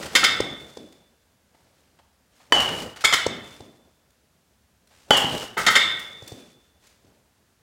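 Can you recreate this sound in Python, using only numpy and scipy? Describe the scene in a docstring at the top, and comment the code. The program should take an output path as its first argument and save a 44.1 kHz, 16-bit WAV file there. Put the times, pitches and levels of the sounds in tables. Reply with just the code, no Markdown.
"""Batting practice off a tee in a garage, heard from the floor just behind the net.
A ball is already stretching the net: cords snap taut, the tipped steel frame clanks back on the concrete
foot by foot, and the ball slides out and bounces. Clothes rustle and shoes scuff as the batter winds up.
At 2.5 s and 5.1 s the metal bat cracks and pings, its pitch bent by the swing, and each time net, frame
and falling ball answer. A last rustle and two soft knocks close the scene."""
import sys
import numpy as np
from scipy import signal
from scipy.fft import rfft, irfft, next_fast_len
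from scipy.io import wavfile
from scipy.ndimage import map_coordinates

SR = 44100
rng = np.random.default_rng(int(sys.argv[2]) if len(sys.argv) > 2 else 0)


def dump_mix(stems):
    """Bounce the given channels to the path in sys.argv[1] as a 16-bit WAV at rate SR."""
    frames = np.atleast_2d(stems).T  # one column per channel
    limited = np.clip(frames, -1, 1)  # hard clip at full scale
    pcm = np.round(limited * 32767).astype(np.int16)
    wavfile.write(sys.argv[1], SR, pcm)


N = 336022

# bat on ball: t/s, crack gain/dB, ping gain/dB, barrel speed/(m/s), half turn/s, off-centre modes/dB
HITS = [(2.5226, -5, -9.5, 11.5, 0.092, -9.5), (5.107, -3, -8.5, 15, 0.072, -0.5)]


def amp(db):
    return 10 ** (np.asarray(db) / 20)


def unit(x):
    return x / np.sqrt(np.mean(x ** 2) + 1e-20)


def along(points, hz):
    """Read a curve of (f/Hz, value) points on a log frequency axis."""
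    freqs, values = np.transpose(points)
    return np.interp(np.log(hz + 1), np.log(freqs + 1), values)


def seconds(count):
    return np.arange(count * SR) / SR


def add(track, s, x):
    """Mix x into the track from time s."""
    i = max(round(s * SR), 0)
    track[i:i + len(x)] += x[:N - i]


def filtered(x, response):
    """EQ x with a gain given as a function of frequency."""
    size = next_fast_len(len(x) + 8192)
    return irfft(rfft(x, size) * response(np.fft.rfftfreq(size, 1 / SR)), size)[:len(x)]


def coloured(x, spectrum):
    """EQ x with a curve of (f/Hz, level/dB) points."""
    return filtered(x, lambda hz: amp(along(spectrum, hz)))


def noise(spectrum, size):
    """Coloured noise of rms 1."""
    return unit(coloured(rng.standard_normal(size), spectrum))


def wobble(rate):
    """A smooth random curve, rate knots a second."""
    return map_coordinates(rng.standard_normal(int(N * rate / SR) + 4), [np.arange(N) * rate / SR])


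def burst(t, length):
    """A contact envelope: instant attack, hold, quick release."""
    return (1 - np.exp(-t / .0008)) * np.exp(-(t / length) ** 4)


def swell(s, rise, hold, fall_db_per_s):
    """An envelope that rises from time s, holds until s + hold and dies away."""
    t = np.arange(N) / SR - s
    return np.clip(t / rise, 0, 1) * amp(-fall_db_per_s * np.maximum(t - hold, 0))


def rub(spectrum, length, bright_db=0):
    """A short burst of friction, tilted by bright_db per octave."""
    tilted = [(hz, db + bright_db * np.log2(hz)) for hz, db in spectrum]
    return noise(tilted, SR) * burst(seconds(1), length)


def push(cycles, life):
    """A dead blow: pressure swings that peak after life cycles."""
    return -np.sin(2 * np.pi * cycles) * cycles / life * np.exp(1 - cycles / life)


def click(spectrum):
    """One coloured pulse of energy 1."""
    pulse = coloured(signal.unit_impulse(SR, SR // 250), spectrum)
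    return pulse / np.linalg.norm(pulse)


def garage(x, build):
    """Reverb alone: it builds as the walls reply and dies faster in the treble."""
    # room decay: f/Hz, t60/s
    decay = [(80, 0.96), (300, 0.31), (1000, 0.74), (3000, 0.63), (7000, 0.35), (14000, 0.3)]
    hz, t, bands = signal.stft(rng.standard_normal(SR), SR, nperseg=256)
    tail = signal.istft(bands * amp(-60 * t / along(decay, hz)[:, None]), SR, nperseg=256)[1][:SR]
    tail *= 1 - np.exp(-seconds(1) / build)
    return signal.fftconvolve(x, tail / np.linalg.norm(tail))[:len(x)]


def in_garage(x, wet_db, build):
    """Direct sound plus reverb."""
    return x + amp(wet_db) * garage(x, build)


def room_tone():
    """A faint bed of still garage air."""
    # air colour: f/Hz, level/dB
    air = [(15, -53), (25, -21), (72, 1), (105, -8), (242, -8.5), (317, -19), (363, -18), (714, -18.5),
           (1100, -20), (1610, -19), (2350, -23), (7110, -25.5), (16000, -31.5)]
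    return amp(-65.5) * noise(air, N)


def flapping(envelopes):
    """Cloth pushes air in uneven puffs; the envelopes add in power."""
    # cloth colour: f/Hz, level/dB
    cloth = [(25, -22), (55, -2.5), (120, 3), (300, 1.5), (600, 2.5), (1200, -11.5), (3000, -35)]
    puffs = unit(noise(cloth, N) * amp(2.5 * wobble(30)))
    return np.sqrt(sum(e ** 2 for e in envelopes)) * puffs


def rustling(envelopes):
    """Knots and fibres rub over each other; the envelopes add in power."""
    # fibre colour: f/Hz, level/dB
    fibres = [(300, -1), (900, -1), (2500, -1.5), (5000, -3), (8000, -6.5), (12000, -15), (16000, -19)]
    knots = amp(2 * wobble(250) + wobble(25))
    return np.sqrt(sum(e ** 2 for e in envelopes)) * unit(noise(fibres, N) * knots)


def net():
    """The net pulls tight round each ball, goes slack, falls back and lets it slide out."""
    # ball caught: t/s, time stretched/s, flap level/dB, mesh level/dB
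    catches = [(-.1, .16, -37.5, -43), (2.52, 0.31, -34, -40), (5.107, .32, -38, -38.5)]
    # net falling back with its frame: t/s, flap level/dB, mesh level/dB, first whip level/dB
    recoils = [(.1, -40.5, -41.5, -48.5), (3.03, -44.5, -46.5, -55.5), (5.572, -43, -38, -37)]
    # ball sliding down the mesh: t/s, length/s, level/dB
    slides = [(.54, .24, -56.5), (3.412, 0.13, -52.5), (6.204, .2, -53.5)]
    flap, mesh = [amp(-73)], [amp(-79.5)]  # the hanging net never quite rests
    for s, stretched, flap_db, mesh_db in catches:
        tension = swell(s, rise=.062, hold=stretched, fall_db_per_s=148.5)
        flap.append(amp(flap_db) * tension)
        mesh.append(amp(mesh_db) * tension)
    for s, flap_db, mesh_db, whip_db in recoils:  # the fabric swings on; the mesh settles sooner
        flap.append(amp(flap_db) * swell(s, rise=.04, hold=.3, fall_db_per_s=40))
        mesh.append(amp(mesh_db) * swell(s, rise=.04, hold=.12, fall_db_per_s=39))
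        mesh.append(amp(whip_db) * swell(s, rise=.01, hold=.033, fall_db_per_s=146.5))
    for s, length, db in slides:
        mesh.append(amp(db) * swell(s, rise=.036, hold=length, fall_db_per_s=77))
    return flapping(flap) + rustling(mesh)


def cords():
    """Single cords of the net snap taut."""
    # snaps: t/s, level/dB, length/s, tilt/(dB per octave)
    snaps = [(0.012, -39, 0.011, -3.5), (.027, -34, .015, -2), (.056, -37, .015, 1),
             (.924, -52.5, .008, 1.5), (2.6015, -25, .008, 1), (2.619, -28, .01, 0.5),
             (2.688, -27.5, .007, -3), (2.823, -35, .005, -2.5), (2.96, -41.5, 0.022, -2),
             (3.007, -38, 0.022, 0), (4.104, -61, 0.0061, 4.5), (4.872, -58.5, 0.0078, 3),
             (5.1685, -23.5, .014, 4), (5.415, -40, 0.019, -1), (5.574, -34.5, .03, 5),
             (5.701, -32, .035, 5.5), (5.993, -41, 0.013, 5), (6.277, -38.5, 0.008, 5.5),
             (6.869, -54, 0.0098, 2.5)]
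    # cord colour: f/Hz, level/dB
    cord = [(300, -10.5), (1500, 4), (4500, 1.5), (8000, -3.5), (12000, -13), (16000, -14.5)]
    out = np.zeros(N)
    for s, db, length, bright_db in snaps:
        add(out, s, amp(db) * rub(cord, length, bright_db))
    return in_garage(out, wet_db=-3.5, build=.0092)


def frame():
    """Each steel foot chatters on the concrete, rattles the joints and leaves the tubes ringing."""
    # feet landing: t/s, chatter gain/dB, chatter length/s, ring gain/dB, tilt/(dB per octave)
    clanks = [(0.1509, -9, 0.021, -25.5, 0), (.229, -18.5, .01, -36, -7), (0.239, -9, 0.014, -23.5, 0),
              (3.0392, -17.5, 0.01, -41, -4.5), (3.045, -9.5, 0.015, -42, 0), (3.125, -12, .008, -44.5, -3),
              (3.134, -11, .013, -30, 0.5), (5.568, -27, 0.042, -47, -10), (5.664, -11.5, 0.016, -34, -1),
              (5.679, -12, .012, -37, -3.5), (5.752, -11.5, 0.024, -19, -1.5)]
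    # tube modes: f/Hz, level/dB, t60/s
    tubes = [(1255, -9, 0.27), (1330, -14, .42), (1579, -12, 0.27), (1750, -12.5, 0.28), (1830, -6, 0.29),
             (2000, -11.5, 0.49), (2150, -13, 0.4), (2750, -12, .4), (3220, -8, 0.26), (3500, -6.5, 0.47),
             (3450, -7, 0.82), (3483, -11.5, 1.25), (3531, -3.5, 0.98), (3645, -2.5, 0.7),
             (3900, -11.5, 0.6), (4240, -23, .3), (5071, -15, 0.61), (6670, -18.5, 0.47), (7900, -18, 0.53)]
    # joint resonances, damped by the fabric: f/Hz, width/Hz, level/dB
    joints = [(1317.4, 160, -4.5), (1580, 100, -2), (1830, 180, -3.5), (2160, 120, 3), (2650, 83, -12.5),
              (3120, 200, -0.5), (3660, 140, -4.5), (3940, 110, -7.5), (4400, 110, -7), (5050, 140, -4.5),
              (7000, 530, -16), (8000, 130, -10)]
    # steel grinding on concrete: f/Hz, level/dB
    grit = [(50, -25.5), (150, -20.5), (500, -12.5), (1000, -14.5), (2500, -12), (6000, -14),
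            (10000, -20.5), (13000, -29), (16000, -38)]

    def joint_response(f):
        return sum((-1) ** k * amp(db) * 1j * f * width / (hz * hz - f * f + 1j * f * width)
                   for k, (hz, width, db) in enumerate(joints))

    out, t = np.zeros(N), seconds(2)
    for s, db, length, ring_db, bright_db in clanks:
        tilt = lambda f: amp(bright_db * np.log2(np.maximum(f, 1000) / 2500))
        chatter = filtered(rng.standard_normal(len(t)), tilt) * burst(t, length)
        rattle = amp(12) * filtered(chatter, joint_response) + amp(10) * coloured(chatter, grit)
        sway = np.cumsum(wobble(30)[:len(t)]) / SR * .002  # the rocking frame makes the ring waver
        ring = np.zeros(len(t))
        for hz, level, t60 in tubes:
            decay = amp(level + rng.normal(0, 1) - 60 * t / t60)
            ring += decay * np.sin(2 * np.pi * (hz * (t + sway) + rng.random()))
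        ring *= 1 - np.exp(-t / length)
        add(out, s, in_garage(amp(db) * rattle, wet_db=-4, build=.0016))
        add(out, s, in_garage(amp(ring_db) * ring, wet_db=-10.5, build=.024))
    return out


def thuds():
    """A ball striking the floor, the net or the tee gives a knock, a low thump and a slap; the garage booms
    after it."""
    # ball impacts (the floor; the net at 5.24 s; the tee at 7.05 and 7.08 s): t/s, knock level/dB, knock f/Hz,
    # thump level/dB, boom level/dB
    impacts = [(.4030, -10, 452, -29, -30.5), (0.7711, -26.5, 460, -53, -40), (3.2645, -9, 503, -29, -31),
               (3.605, -33, 410, -38.5, -45), (5.243, -20.5, 173, -43, -32.5),
               (6.222, -35, 470, -39, -47.5), (6.3191, -30.5, 404, -33.5, -40),
               (7.046, -51, 332, -55, -61), (7.078, -53, 300, -56, -72)]
    # slap of the ball's cover: f/Hz, level/dB
    leather = [(200, -0.5), (800, 12.5), (1400, -8.5), (2800, -5), (4500, 3.5), (8000, -2), (11000, -20),
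               (16000, -25)]
    # room boom: f/Hz, level/dB
    boom_colour = [(40, -20), (120, -3.5), (250, 5.5), (380, 0), (600, -3), (1000, -21), (2500, -35),
                   (8000, -62.5)]
    out, t = np.zeros(N), seconds(1)
    for s, db, hz, thump_db, boom_db in impacts:
        knock = amp(db) * (push(hz * t, life=.53) + amp(-9) * push(1.7 * hz * t, life=1))
        thump = amp(thump_db) * push(115 * t, life=.51)
        slap = amp(db - 13) * noise(leather, len(t)) * burst(t, length=.0068)
        bloom = (1 - np.exp(-t / .024)) * amp(-60 * t / .6)
        boom = amp(boom_db) * noise(boom_colour, len(t)) * bloom
        add(out, s, knock + thump + in_garage(slap, wet_db=-9.5, build=.0078) + boom)
    return out


def clothes_and_swish():
    """Clothes flutter and rustle with each move; the air pushed by the bat peaks at the hit."""
    # reaching for a ball or winding up: t/s, length/s, flutter level/dB, rustle level/dB
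    moves = [(1.502, .36, -68, -69), (2.302, 0.25, -72, -64), (4.877, 0.23, -74, -61),
             (6.794, 0.045, -73.5, -59), (7.013, 0.081, -61, -69.5)]
    swish_db, swish_db_per_s = -47, 445.5
    t = np.arange(N) / SR
    flutter = [amp(swish_db - swish_db_per_s * np.abs(t - s)) for s, *_ in HITS]
    rustle = []
    for s, length, flutter_db, rustle_db in moves:
        motion = swell(s, rise=.053, hold=length, fall_db_per_s=69.5)
        flutter.append(amp(flutter_db) * motion)
        rustle.append(amp(rustle_db) * motion)
    return flapping(flutter) + rustling(rustle)


def shoes():
    """The batter's soles scuff the mat across the room."""
    # shifts of stance: t/s, level/dB, length/s
    scuffs = [(1.547, -57.5, 0.0099), (1.988, -54.5, 0.016), (2.4, -56.5, 0.025), (4.907, -63, 0.041)]
    # sole colour: f/Hz, level/dB
    sole = [(150, -9), (500, -7.5), (780, 3), (1100, -5.5), (2500, -10), (4500, -15), (7000, -22.5),
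            (16000, -40)]
    out = np.zeros(N)
    for s, db, length in scuffs:
        add(out, s, amp(db) * rub(sole, length))
    return in_garage(out, wet_db=-6.5, build=.01)


def bat():
    """A short crack and the barrel's ping, sharp as it swings closer and flat as it swings away."""
    # barrel modes: f/Hz, level/dB, t60/s, share fed by off-centre contact (0-1)
    modes = [(811, -11, .38, 0.6), (2932, -0.5, 0.27, 0), (3235, -9, 0.29, 0.96), (4420, -17.5, .18, 0.05),
             (7040, -23, .2, 0.09), (10714, -33, .15, 0.05)]
    # the crack heard directly: f/Hz, level/dB
    crack_direct = [(60, -24.5), (150, -13.5), (300, 4.5), (550, 0.5), (1100, 3.5), (2000, -0.5),
                    (2500, -13), (4500, -16), (7000, -19.5), (11000, -29), (16000, -33.5)]
    # the crack as it reaches the walls: f/Hz, level/dB
    crack_walls = [(60, -15), (150, -10.5), (300, -2), (600, 0), (900, 0.5), (1300, -4.5), (2000, -5),
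                   (2600, -13), (4500, -15.5), (7000, -13), (11000, -24.5), (16000, -34.5)]
    out, t = np.zeros(N), seconds(1)

    def ping(clock, off_centre_db):
        return sum(amp(db + share * off_centre_db - 60 * t / t60) * np.sin(2 * np.pi * hz * clock)
                   for hz, db, t60, share in modes)

    for s, crack_db, ping_db, speed, half_turn, off_centre_db in HITS:
        doppler = speed / 343 * np.cos(np.pi * t / half_turn)
        lead = np.cumsum(doppler * np.exp(-t / .22)) / SR
        crack = noise(crack_direct, len(t)) * amp(-60 * t / .036)
        crack = amp(21) * crack / np.linalg.norm(crack)
        echo = amp(14) * garage(click(crack_walls), build=.018)
        near_ping = amp(ping_db) * ping(t + lead, off_centre_db)
        add(out, s, amp(crack_db) * (crack + echo) + in_garage(near_ping, wet_db=-6.5, build=.021))
        # the far wall hears the swing the other way round, so its reply beats against the ping
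        far_ping = amp(ping_db) * ping(t - lead, off_centre_db)
        add(out, s + .035, amp(-11) * garage(far_ping, build=.026))
    return out


def scene():
    """The mono mix, over the room tone."""
    return (bat() + frame() + thuds() + net() + cords() + clothes_and_swish() + shoes() + room_tone())[None]


def record(dry):
    """Soft-clip the loudest peaks, then cut the deep rumble and the very top."""
    ceiling, low_cut_hz, top_hz = .72, 42, 15950
    clipped = dry[0] / (1 + np.abs(dry[0] / ceiling) ** 6) ** (1 / 6)
    lean = signal.sosfilt(signal.butter(3, low_cut_hz, "high", fs=SR, output="sos"), clipped)
    return filtered(lean, lambda hz: hz < top_hz)[None]


dry = scene()
out = record(dry)
dump_mix(out)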